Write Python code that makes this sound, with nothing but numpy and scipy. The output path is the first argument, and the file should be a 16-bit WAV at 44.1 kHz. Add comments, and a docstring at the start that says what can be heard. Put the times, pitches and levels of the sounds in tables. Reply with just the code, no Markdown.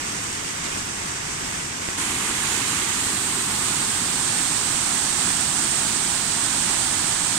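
"""Mountain river under a stone bridge

A river rushes over rocks, heard with two ears: shaped noise that surges, splashes and gurgles.
At first the parapet screens the water; then, abruptly, the rapids lie open on the right.
The head turns and leans over the wall, so moving resonances make the right ear ring brighter.
Two small knocks sound close by, each made of a short push, a clack and a dull ring."""
import sys
import numpy as np
from scipy import signal
from scipy.io import wavfile

SR = 44100
rng = np.random.default_rng(int(sys.argv[2]) if len(sys.argv) > 2 else 0)


def materialize(psi):
    """Save the field psi as 16-bit PCM at rate SR to the path in sys.argv[1].

    A 1-D psi becomes a single channel; in a 2-D psi each row is a channel.
    """
    bounded = np.clip(np.atleast_2d(psi).T, -1, 1)
    quanta = np.round(bounded * 32767).astype(np.int16)
    wavfile.write(sys.argv[1], SR, quanta)


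N = 325458  # length in samples
FRAME, HOP = 1024, 256  # length and step of the short-time spectra, in samples
HZ = np.fft.rfftfreq(FRAME, 1 / SR)
TIMES = np.arange(-(-N // HOP) + 1) * HOP / SR  # time of each frame, in seconds


def gain_of(db):
    """Turns decibels into amplitude."""
    return 10 ** (np.asarray(db) / 20)


def over_hz(table):
    """Reads the columns of a table at every frequency, joining the points on a log axis."""
    hz, *columns = np.transpose(table)
    return np.squeeze([np.interp(np.log(HZ + 1), np.log(hz + 1), column) for column in columns])


def bell(centre_hz, width_hz):
    """The outline of a resonance, 1 at its centre."""
    return 1 / (1 + (2 * (HZ - centre_hz) / width_hz) ** 2)


def above(corner_hz):
    """A weight that rises from 0 in the bass, through a half at the corner, toward 1."""
    return HZ ** 2 / (HZ ** 2 + corner_hz ** 2)


def ease(x, middle, length):
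    """A smooth move from 0 to 1, of this length and centred on the middle."""
    progress = np.clip((x - middle) / length, -0.5, 0.5)
    return 0.5 + 0.5 * np.sin(np.pi * progress)


def white():
    """Short-time spectra (frames, frequencies) of white noise at 0 dB per Hz."""
    noise = rng.standard_normal(N) * np.sqrt(SR / 2)
    return signal.stft(noise, nperseg=FRAME, noverlap=FRAME - HOP)[2].T


def drift(seconds, span_hz):
    """Random ups and downs of spread 1, smoothed over about this much time and frequency."""
    shape = (len(TIMES), len(HZ))
    field = np.fft.rfft2(rng.standard_normal(shape))
    rate = np.fft.fftfreq(len(TIMES), HOP / SR)[:, None]
    ripple = np.fft.rfftfreq(len(HZ), HZ[1])
    smooth = np.exp(-(ripple * span_hz) ** 2) / np.hypot(1, 2 * np.pi * rate * seconds)
    field = np.fft.irfft2(field * smooth, shape)
    return (field - field.mean()) / field.std()


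def white_water(left_db, right_db, likeness, surge_db, splash_db, gurgle_db):
    """Countless bubbles merge into a noisy rush that surges, splashes in the treble and gurgles lower."""
    same = likeness[0] + 1j * likeness[1]
    same = same / np.maximum(abs(same), 1)
    # long waves reach both ears alike, in timing and in level
    same = 1 + (same - 1) * above(70)
    left_db = right_db + (left_db - right_db) * above(150)

    # the left ear shares part of the right ear's noise; fresh noise fills the rest
    right = white()
    left = same * right + np.sqrt(np.maximum(1 - abs(same) ** 2, 0)) * white()

    surge = surge_db * drift(seconds=0.08, span_hz=30500)
    splash = splash_db * drift(seconds=0.016, span_hz=7000) * above(5000)
    # the finest drops come in gusts
    spray = splash_db * drift(seconds=0.047, span_hz=12000) * bell(14500, 6000)
    gurgle = gurgle_db * drift(seconds=0.014, span_hz=350) * bell(1600, 2600)

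    ears = np.array([left * gain_of(left_db), right * gain_of(right_db)])
    ears = ears * gain_of(surge + splash + spray + gurgle)
    return signal.istft(ears.transpose(0, 2, 1), nperseg=FRAME, noverlap=FRAME - HOP)[1][:, :N]


def river_from_road():
    """Behind the parapet the rush is screened, and all but its bass sinks slowly."""
    # basic rush in each ear: f/Hz, level/dB per Hz
    road_left = [(21.5, -88), (86.1, -60.5), (635.0, -68.5), (1040.0, -66), (1350.0, -74), (1730.0, -70.5),
                 (2220.0, -73.9), (5290.0, -75), (7100.0, -73), (9420.0, -77), (10700.0, -82),
                 (13800.0, -87.9), (15100.0, -91.7), (15400.0, -95.2)]
    road_right = [(21.5, -75), (86.1, -63), (334.0, -63), (560.0, -72), (1180.0, -63.5), (2220.0, -63.5),
                  (4110.0, -69.5), (6580.0, -64.5), (7870.0, -68.5), (9420.0, -75.5), (10700.0, -89),
                  (11500.0, -85), (14300.0, -100.4), (15400.0, -107.0)]
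    # likeness of the ears: f/Hz, share in phase, share with left a quarter cycle ahead
    road_likeness = [(40, 0.995, 0.091), (150, 1, -0.28), (330, 0.45, 0.84), (520, -0.47, 0.82),
                     (1200, -0.051, 0.64), (1650, -0.15, -0.63), (2100, -0.005, -0.56), (2500, -0.15, 0.45),
                     (3100, -0.046, 0.17), (3700, 0.062, -0.32), (4700, 0.011, 0.067), (6000, -0.011, 0.1)]
    fade_db_per_s = 0.48

    shelter_db = (0.4 - fade_db_per_s * TIMES[:, None]) * above(500)
    # the hollow of the left ear rings
    left_db = over_hz(road_left) + 13 * bell(8220, 1580)
    # the folds of the right ear notch and ripple the sound
    right_db = over_hz(road_right) - 2.4 * bell(4200, 600) + 3.5 * bell(10800, 700)
    return white_water(left_db + shelter_db, right_db + shelter_db, over_hz(road_likeness),
                       surge_db=0.54, splash_db=1.0, gurgle_db=0.4)


def knocks(far_db=-12, clack_hz=1600, clack_db=-16):
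    """A brief push, a short clack and a dull ring; the far ear gets them later, softer and rounder."""
    # small knocks near the right ear, before travel to the ears:
    # t/s, push level/dB, push length/s, ring f/Hz, ring level below the push/dB
    knock_table = [(1.8873, -7.5, .00013, 170, -22), (2.3094, -18, .00041, 380, -7)]
    # left then right: travel delay/s, level/dB, stretch of the push
    paths = [(0.0006, far_db, 2.9), (0.00053, 0, 0.96)]

    out = np.zeros((2, N))
    for start_s, db, push_s, ring_hz, ring_db in knock_table:
        for ear, (delay_s, shadow_db, stretch) in enumerate(paths):
            t = np.maximum(np.arange(N) / SR - start_s - delay_s, 0)
            u = t / (push_s * stretch)
            push = u ** 2 * np.exp(1 - u ** 2)
            clack = gain_of(clack_db) * np.sin(2 * np.pi * clack_hz * t) * np.exp(-t / 0.002)
            ring = gain_of(ring_db) * np.sin(2 * np.pi * ring_hz * t) * np.exp(-t / 0.0034)
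            out[ear] += gain_of(db + shadow_db) * (push + clack + ring)
    return out


def head_pose():
    """How far the head has turned toward the fall and leaned over the wall, both 0-1, at every frame."""
    # separate moves of the head: middle t/s, length/s, share of the whole turn
    head_turns = [(2.42, 0.39, .37), (3.01, 0.18, 0.27), (3.62, 1.0, 0.22)]
    t = TIMES[:, None]
    facing = 0.1  # share of the turn already made at the parapet
    for middle_s, length_s, share in head_turns:
        facing = facing + share * ease(t, middle_s, length_s)
    lean = ease(t, middle=4, length=1.9)  # one slow lean, in seconds
    return np.clip(facing, 0, 1), lean


def right_ear(facing, lean):
    """Colours the right ear, in dB: loudest square on to the water, ringing higher and harder later."""
    square_on, square_width, square_db = 0.43, 0.19, 2  # shares of the turn, and gain when square on
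    shut_hz, open_hz = 7500, 8390  # the ear's resonance before and after its hollow opens to the spray
    shut_db, open_db, lean_db = 4.5, 10.5, 2  # height of the resonance, and what leaning adds
    wall_db, spray_db = -1.0, 5  # turned but upright: the wall screens the rush, fine spray carries over
    notch_db = 2.5  # depth of the ear's notch while upright

    hollow = ease(facing, middle=0.557, length=0.28)  # in shares of the turn
    behind_wall = hollow * (1 - lean)
    square_gain_db = square_db * np.exp(-((facing - square_on) / square_width) ** 2)
    exposure_db = (square_gain_db + wall_db * behind_wall) * above(600)

    ear_hz = shut_hz + (open_hz - shut_hz) * hollow
    ear_db = shut_db + (open_db - shut_db) * hollow + lean_db * lean
    ringing_db = ear_db * bell(ear_hz, 1860)

    # the notch climbs as the ear comes round and fills in with the lean
    notch_hz = 4750 + 1050 * facing
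    dip_db = notch_db * (1 - lean) * bell(notch_hz, 1500)
    fine_spray_db = spray_db * behind_wall * (bell(12500, 2400) - 0.7 * bell(10000, 1000))
    return exposure_db + ringing_db - dip_db + fine_spray_db


def river_from_parapet():
    """Open rapids: the head shadows the left ear while the right ear turns toward the fall."""
    # basic rush in the left ear, then in the right ear before and after the move: f/Hz, level/dB per Hz
    river_left = [(21.5, -72), (108.0, -61.5), (258.0, -59.5), (635.0, -73), (926.0, -64.4),
                  (1530.0, -71.5), (4650.0, -70), (5290.0, -72.2), (7870.0, -71), (9420.0, -73),
                  (10700.0, -79.5), (14300.0, -90.5), (15100.0, -99), (15400.0, -101.0)]
    parapet_right = [(21.5, -81), (86.1, -60.5), (377.0, -60.5), (560.0, -72.5), (926.0, -63),
                     (2220.0, -59), (5050.0, -66), (6580.0, -63.5), (7350.0, -64.5), (8650.0, -64.5),
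                     (11500.0, -72), (12500.0, -80), (14800.0, -87), (15400.0, -87.3)]
    over_fall_right = [(21.5, -73), (151.0, -59.5), (291.0, -61), (431.0, -68), (818.0, -61.5),
                       (1530.0, -61), (2510.0, -63), (4650.0, -62), (5050.0, -63.5), (7100.0, -61),
                       (9420.0, -68.5), (11200.0, -79.7), (13300.0, -79), (15400.0, -82.6)]
    # likeness of the ears, upright and leaning:
    # f/Hz, share in phase, share with left a quarter cycle ahead
    parapet_likeness = [(40, 0.995, 0.0), (200, 0.956, 0.012), (373, 0.89, 0.43), (566, -0.34, -0.087),
                        (780, 0.24, 0.26), (1150, 0.76, 0.1), (1550, 0.15, -0.0011), (2040, -0.14, -0.03),
                        (2500, -0.28, 0.33), (3100, 0.15, -0.013), (4300, -0.16, 0.01), (6000, 0.0092, 0.0)]
    over_fall_likeness = [(40, 1, 0.0), (200, 0.97, -0.0036), (370, 0.87, -0.23), (537, -0.9, -0.32),
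                          (750, 0.68, 0.46), (1000, 0.33, 0.04), (1510, 0.75, 0.27), (2000, 0.067, -0.24),
                          (2550, -0.3, 0.03), (3200, 0.31, 0.083), (4300, -0.15, -0.02),
                          (6000, 0.00004, 0.0)]
    # one larger splash brightens the right ear for a moment
    splash_s, splash_length_s, splash_peak_db = 2.54, 0.044, 1.5

    facing, lean = head_pose()
    # leaning shifts the wall's reflection, which colours the low notes; turning colours the high ones
    toward_fall = lean + (facing - lean) * above(1100)
    right_db = (1 - toward_fall) * over_hz(parapet_right) + toward_fall * over_hz(over_fall_right)
    splash_shape = np.exp(-((TIMES[:, None] - splash_s) / splash_length_s) ** 2)
    right_db = right_db + right_ear(facing, lean) + splash_peak_db * splash_shape * above(4000)

    left_db = over_hz(river_left) + 13 * bell(8570, 1740) - 0.9 * bell(11500, 6000)
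    # sound that creeps round the head ripples the shadowed ear, and the shadow deepens with the lean
    shadow_db = 2.4 * bell(960, 700) + 1.8 * bell(2500, 900) + 1.5 * bell(7200, 1400)
    left_db = left_db + 1.5 * bell(1800, 400) + (0.5 - lean) * shadow_db

    upright_likeness = over_hz(parapet_likeness)[:, None]
    leaning_likeness = over_hz(over_fall_likeness)[:, None]
    likeness = (1 - lean) * upright_likeness + lean * leaning_likeness
    return white_water(left_db, right_db, likeness, surge_db=0.32, splash_db=0.35, gurgle_db=0.5)


def scene():
    """The screened river gives way to the open rapids within a few milliseconds; knocks sound on top."""
    open_s, crossing_s = 1.977, 0.0049  # when the rapids come into the open, and how long that takes
    opened = np.clip((np.arange(N) / SR - open_s) / crossing_s + 0.5, 0, 1)
    screened_river = np.sqrt(1 - opened) * river_from_road()
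    open_river = np.sqrt(opened) * river_from_parapet()
    return screened_river + open_river + knocks()


def record(dry):
    """A steep low-pass filter cuts away the highest treble."""
    edge_hz = 15760
    taps = signal.firwin(1023, edge_hz, window=("kaiser", 9), fs=SR)
    return signal.oaconvolve(dry, taps[None], "same")


dry = scene()
out = record(dry)
materialize(out)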